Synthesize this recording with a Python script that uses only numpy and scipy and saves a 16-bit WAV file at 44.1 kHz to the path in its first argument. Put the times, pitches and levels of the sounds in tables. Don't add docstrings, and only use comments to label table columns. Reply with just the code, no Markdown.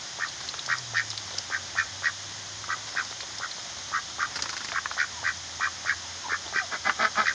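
import sys
import numpy as np
from scipy import signal
from scipy.fft import rfft, irfft, next_fast_len
from scipy.io import wavfile
from scipy.ndimage import map_coordinates

SR = 44100
rng = np.random.default_rng(int(sys.argv[2]) if len(sys.argv) > 2 else 0)


def persist_wave(psi):
    counts = np.round(np.clip(psi, -1, 1) * 32767).astype(np.int16)
    wavfile.write(sys.argv[1], SR, np.atleast_2d(counts).T)


N = 323680


def amp(db):
    return 10 ** (np.asarray(db) / 20)


def unit_rms(x):
    return x / np.sqrt(np.mean(x ** 2) + 1e-20)


def clock(length_s):
    return np.arange(int(length_s * SR)) / SR


def sine(pitch_hz):
    return np.sin(2 * np.pi * np.cumsum(pitch_hz) / SR)


def curve_at(points, hz):
    freqs_hz, values = np.transpose(points)
    return np.interp(np.log(hz + 1), np.log(freqs_hz + 1), values)


def add(track, start_s, x):
    i = max(round(start_s * SR), 0)
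    track[i:i + len(x)] += x[:max(len(track) - i, 0)]


def wobble(rate_hz, n):
    knots = rng.standard_normal(int(n * rate_hz / SR) + 4)
    return map_coordinates(knots, [np.arange(n) * rate_hz / SR])


def filtered(x, response):
    size = next_fast_len(len(x) + SR // 10)
    return irfft(rfft(x, size) * response(np.fft.rfftfreq(size, 1 / SR)), size)[:len(x)]


def noise(spectrum, n):
    return unit_rms(filtered(rng.standard_normal(n), lambda f: amp(curve_at(spectrum, f))))


def resonance(f, centre_hz, width_hz):
    return 1j * f * width_hz / (centre_hz ** 2 - f ** 2 + 1j * f * width_hz)


def cavity(modes, f):
    return sum((-1) ** k * amp(db) * resonance(f, hz, width_hz)
               for k, (hz, width_hz, db) in enumerate(modes))


def snap(centre_hz, spray_s, width_ratio, grit, order=2):
    t = clock(0.06)
    age = 2 * t / spray_s
    force = grit * rng.standard_normal(len(t)) ** 3 * np.sqrt(age) * np.exp(-age)
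    force[0] += 1
    ring = filtered(force, lambda f: resonance(f, centre_hz, width_ratio * centre_hz) ** order)
    return ring / np.abs(ring).max()


# freq_hz, density_db
MURMUR_SPECTRUM = [(76, -30), (130, -2.5), (270, -5.5), (336, -4), (488, -9.5), (562, -0.5), (623, -5.5),
                   (690, -1), (1040, -1), (1250, -1), (2010, 1), (2190, -2.5), (2800, -8), (3640, -46.5),
                   (6160, -120)]
HISS_SPECTRUM = [(2000, -45), (2850, -6), (3200, -0.5), (3700, -0.5), (4500, -3.5), (5100, 2.5),
                 (5800, -0.5), (6500, 2), (7900, -10), (10000, -11)]
RUMBLE_SPECTRUM = [(20, -57), (35, -26), (50, -7.5), (78, 3), (110, 3.5), (160, -15), (300, -51.5)]
def background(murmur_db=-46, hiss_db=-38.5, rumble_db=-60):
    murmur = amp(murmur_db + 0.6 * wobble(6, N)) * noise(MURMUR_SPECTRUM, N)
    hiss = amp(hiss_db) * noise(HISS_SPECTRUM, N)
    rumble = amp(rumble_db + 1.7 * wobble(6.1, N)) * noise(RUMBLE_SPECTRUM, N)
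    return murmur + hiss + rumble


# time_s, pitch_hz, level_db
MOTOR_HUM = [(0, 133, -61), (.55, 130, -62), (0.8, 122, -50), (0.999, 112, -49), (1.42, 93, -56),
             (2.2, 98, -54), (2.8, 105, -55), (3.55, 106, -64.5), (4, 80, -62), (5.1, 83, -61.5),
             (5.5, 86, -56), (7.34, 88, -62.5)]
def motor():
    time_s, pitch_hz, level_db = np.transpose(MOTOR_HUM)
    t = np.arange(N) / SR
    hum = sine(np.interp(t, time_s, pitch_hz) * (1 + 0.01 * wobble(11, N)))
    return amp(np.interp(t, time_s, level_db) + 1.6 * wobble(14, N)) * unit_rms(hum)


# start_s, length_s, start_hz, level_db
WHISTLE_NOTES = [(5.108, 0.14, 1080, -49), (6.03, 0.085, 1000, -53), (6.232, 0.049, 1084, -40.5),
                 (6.594, 0.072, 815, -43.5)]
def whistles(fall_ratio=0.8):
    out = np.zeros(N)
    for start_s, length_s, start_hz, level_db in WHISTLE_NOTES:
        n = int(length_s * SR)
        pitch_hz = np.geomspace(start_hz, fall_ratio * start_hz, n) * (1 + 0.04 * wobble(160, n))
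        envelope = np.hanning(n) ** 0.5 * amp(4.2 * wobble(70, n))
        add(out, start_s, amp(level_db) * unit_rms(envelope * sine(pitch_hz)))
    return out


def far_echo(x, gain_db=-21, t60_s=0.44):
    t = clock(0.6)
    tail = rng.standard_normal(len(t)) * amp(-60 * t / t60_s)
    return amp(gain_db) * signal.fftconvolve(x, tail / np.linalg.norm(tail))[:N]


# freq_hz, t60_s
NEAR_DECAY = [(200, 0.11), (1500, 0.061), (8000, 0.036)]
def near_echoes(x, blocks=28, delay_s=0.002058):
    out = np.zeros(N)
    edges = np.linspace(0, N, blocks + 1).astype(int)
    for i, j in zip(edges, edges[1:]):
        hz, t, spectra = signal.stft(rng.standard_normal(SR // 4), SR, nperseg=256)
        decay = amp(-60 * t / curve_at(NEAR_DECAY, hz)[:, None])
        _, tail = signal.istft(spectra * decay, SR, nperseg=256)
        add(out, i / SR + delay_s, signal.fftconvolve(x[i:j], tail / np.linalg.norm(tail)))
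    return out


def reflection_comb(f, copies=3, gain=0.26):
    delays_s = rng.uniform(0.0015, 0.009, (copies, 1))
    return 1 + gain * np.exp(-2j * np.pi * delays_s * f).sum(0)


# start_s, end_s
FEEDING_SPANS = [(0, 1.4), (2.7, 5), (6.4, 7.34)]
def nibbles(tick_db=-46, grit_db=-42, spread_db=7, tries=170):
    out = np.zeros(N)
    for position, size, colour in rng.random((tries, 3)):
        time_s = position * N / SR
        if any(start_s < time_s < end_s for start_s, end_s in FEEDING_SPANS):
            tick = amp(tick_db) * snap(550 * 3 ** colour, spray_s=0.0066, width_ratio=1.1, grit=0.32)
            grit = amp(grit_db) * snap(3400 * 1.71 ** colour, spray_s=0.0043, width_ratio=0.26, grit=0.22)
            add(out, time_s, amp(spread_db * (size + 0.5)) * (tick + grit))
    return out


# start_s, peak_db, centre_hz
STEM_CRACKLES = [(0.2848, -24.5, 4300), (0.4878, -19.5, 4250), (0.591, -20, 3740), (0.6605, -19.5, 5360),
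                 (0.7822, -18.5, 5240), (1.1029, -18.5, 5300), (1.1116, -22.5, 3730), (1.1761, -16.5, 4070),
                 (1.3826, -12.5, 4930), (3.048, -24, 5070), (3.208, -22, 4000), (3.3838, -21.5, 5200),
                 (3.5126, -23, 4000), (4.422, -14.5, 5300)]
def crackles():
    out = np.zeros(N)
    for start_s, peak_db, centre_hz in STEM_CRACKLES:
        crack = snap(centre_hz, spray_s=0.005, width_ratio=0.14, grit=0.4, order=1)
        add(out, start_s, amp(peak_db) * crack)
    return out


# start_s, peak_db, centre_hz
BILL_CLAPS = [(0.541, -25.5, 1290), (2.641, -27.5, 1360), (3.127, -27, 1340), (3.206, -26, 1840),
              (4.719, -18, 1500), (4.784, -16, 1410), (4.858, -15.5, 1410), (4.913, -20.5, 1210),
              (6.321, -32.5, 328), (6.56, -31, 338), (6.739, -22.5, 1630), (6.896, -8.5, 1510),
              (7.157, -20, 1300)]
def bill_claps():
    out = np.zeros(N)
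    for start_s, peak_db, centre_hz in BILL_CLAPS:
        add(out, start_s, amp(peak_db) * snap(centre_hz, spray_s=0.0032, width_ratio=0.65, grit=0.055))
    return out


def mud_stroke(colour, opening, squelch_db=6, opening_db=-8.5, thud_db=-10):
    smack = snap(1480 * np.exp(0.16 * colour), spray_s=0.0053, width_ratio=0.82, grit=0.13)
    squelch = snap(4850, spray_s=0.0071, width_ratio=0.27, grit=0.35, order=1)
    thud = snap(280, spray_s=0.0045, width_ratio=1.3, grit=0.15, order=1)
    return smack + amp(squelch_db + opening_db * opening) * squelch + amp(thud_db) * thud


# start_s, end_s, level_db
DABBLE_RUNS = [(0.411, 0.6, -34.5), (2.89, 3.1, -33.5), (4.358, 4.7, -23.5)]
def dabbling(first_gap_s=0.032, slowing_s=0.0011, tiring_db=0.23, scatter_db=1, suck_s=0.01, suck_db=-6.5):
    out = np.zeros(N)
    for start_s, end_s, level_db in DABBLE_RUNS:
        for k, draws in enumerate(rng.standard_normal((12, 2, 3))):
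            stroke_s = start_s + k * first_gap_s + slowing_s * k * (k - 1) / 2
            for suck, (size, colour, lag) in enumerate(draws):
                gain = (stroke_s < end_s) * amp(level_db - tiring_db * k + suck_db * suck + scatter_db * size)
                delay_s = suck * suck_s * np.exp(0.25 * lag)
                add(out, stroke_s + delay_s, gain * mud_stroke(colour, opening=k % 2))
    return out


# centre_hz, width_hz, gain_db
THROAT_MODES = [(228, 160, -17.5), (425, 100, -16), (617, 35, -6.5), (804, 98, -7.5), (1020, 100, -8),
                (1278, 120, 0.5), (1660, 126, 0), (2017, 39, -1), (2270, 110, -8), (3330, 1100, -19),
                (5230, 860, -21)]
def open_throat(f, notch_hz=2700, notch_width_hz=500):
    return cavity(THROAT_MODES, f) * (1 - resonance(f, notch_hz, notch_width_hz))


# crest_s, level_db
QUACK_CALLS = [(6.738, -27.5), (6.878, -23.5), (7.028, -20), (7.194, -22)]
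def quacks(top_hz=224.7, droop=0.11, jitter=0.017, scatter_db=3.5, edge_db=17, low_hz=1150, open_db=7):
    out = np.zeros(N)
    loudest_db = max(row[1] for row in QUACK_CALLS)
    for crest_s, level_db in QUACK_CALLS:
        softer_db = loudest_db - level_db
        crest_hz = top_hz - 5 * softer_db
        air_share = min(0.46 + 0.04 * softer_db, 1)
        rise_s, fall_s = np.array([0.039, 0.052]) * np.exp(-0.06 * softer_db)
        t = clock(2 * (rise_s + fall_s)) - 2 * rise_s
        off_crest = np.where(t < 0, t / rise_s, t / fall_s) ** 2
        pitch_hz = crest_hz * (1 - droop * np.minimum(off_crest, 2)) * (1 + jitter * wobble(250, len(t)))
        cycles = np.cumsum(pitch_hz) / SR
        pulses = np.diff(np.floor(cycles), prepend=0) * amp(scatter_db * wobble(196, len(t)))
        air = rng.standard_normal(len(t)) * np.exp(-1.5 * (cycles % 1))
        source = np.sqrt(1 - air_share) * unit_rms(pulses) + np.sqrt(air_share) * unit_rms(air)
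        voice = unit_rms(filtered(source, open_throat))
        lows = filtered(voice, lambda f: 1 / (1 + (f / low_hz) ** 8))
        voice = voice - lows + lows * amp(-open_db * t / (rise_s + fall_s))
        add(out, crest_s - 2 * rise_s, amp(level_db - edge_db * off_crest ** 1.03) * voice)
    return out


def trill(t, pitch_hz, rate_hz=94, slowing_hz_per_s=389.4, arch=0.211, waver=0.082, edge_db=14):
    n = len(t)
    off_centre = np.linspace(-1, 1, n) ** 2
    peep_count = rate_hz * t - slowing_hz_per_s * t ** 2 / 2
    peep_phase = (peep_count - 0.673 + 0.035 * wobble(66.2, n)) % 1
    sweep_hz = pitch_hz * (0.71 + 0.7 * peep_phase)
    bend = (1 + arch * (0.25 - off_centre)) * (1 + waver * wobble(700.9, n))
    accent = np.exp(-((peep_phase - 0.24) / 0.13) ** 2)
    peeps = (0.17 + accent) * np.sin(np.pi * peep_phase) ** 0.2
    swell = amp(-edge_db * off_centre) * signal.windows.tukey(n, 0.15)
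    tone = swell * peeps * sine(sweep_hz * bend) * amp(1.4 * wobble(153, n))
    return tone, swell, peeps


# centre_hz, width_hz, gain_db
GULLET_MODES = [(1161, 135, 0.5), (1571, 116, -1), (1880, 101, 6.5), (2403, 123, 5)]
# freq_hz, density_db
RASP_SPECTRUM = [(1500, -46), (3000, -6.5), (3600, -3), (4200, -4.5), (4800, -1), (6300, -7.5), (8000, -32)]
# start_s, level_db, pitch_hz, length_s
CLUCK_CALLS = [(0.188, -31.5, 1662, 0.081), (0.679, -27, 1698, 0.079), (0.936, -26, 1828, 0.086),
               (1.501, -31, 1655, 0.08), (1.753, -27, 1718, .083), (2.023, -27, 1737, 0.081),
               (2.682, -31.5, 1520, 0.071), (2.951, -29, 1643, 0.076), (3.4, -35, 1470, 0.074),
               (3.918, -29.5, 1494, 0.08), (4.184, -29, 1578, 0.079), (4.727, -30.5, 1650, 0.072),
               (4.968, -26.5, 1706, 0.0837), (5.23, -28, 1715, 0.093), (5.598, -28, 1660, 0.088),
               (5.849, -27.5, 1700, .09), (6.285, -29.5, 1640, 0.083), (6.526, -27.5, 1745, 0.098),
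               (7.236, -26, 1816, 0.093)]
def clucks(rasp_db=-39, rasp_db_per_db=2.63, pop_db=-29):
    out = np.zeros(N)
    loudest_db = max(row[1] for row in CLUCK_CALLS)
    for start_s, level_db, pitch_hz, length_s in CLUCK_CALLS:
        tone, swell, peeps = trill(clock(length_s), pitch_hz)
        neck_stretch = 1 + 0.015 * rng.standard_normal()
        voice = filtered(tone, lambda f: cavity(GULLET_MODES, f * neck_stretch) * reflection_comb(f))
        rasp = swell ** 2 * np.sqrt(peeps) * noise(RASP_SPECTRUM, len(tone))
        rasp_gain = amp(rasp_db + rasp_db_per_db * (level_db - loudest_db))
        add(out, start_s, amp(level_db) * unit_rms(voice) + rasp_gain * unit_rms(rasp))
        add(out, start_s, amp(pop_db) * snap(770, spray_s=0.0046, width_ratio=1.0, grit=0.035))
    return out


def scene(voice_echo_db=-10, bill_echo_db=-12):
    voices = clucks() + quacks()
    bills = bill_claps() + crackles() + dabbling() + nibbles()
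    echoes = near_echoes(amp(voice_echo_db) * voices + amp(bill_echo_db) * bills) + far_echo(voices)
    mono = voices + bills + echoes + motor() + whistles() + background()
    return np.array([mono, mono])


# freq_hz, gain_db
MIC_RESPONSE = [(22, -15.5), (42, 1.5), (6700, 0), (7150, -2.5), (7900, -14.5), (8700, -10.5), (9300, -9),
                (9900, -24.5)]
def record(dry, cutoff_hz=10045):
    return np.array([filtered(x, lambda f: amp(curve_at(MIC_RESPONSE, f)) * (f < cutoff_hz)) for x in dry])


dry = scene()
out = record(dry)
persist_wave(out)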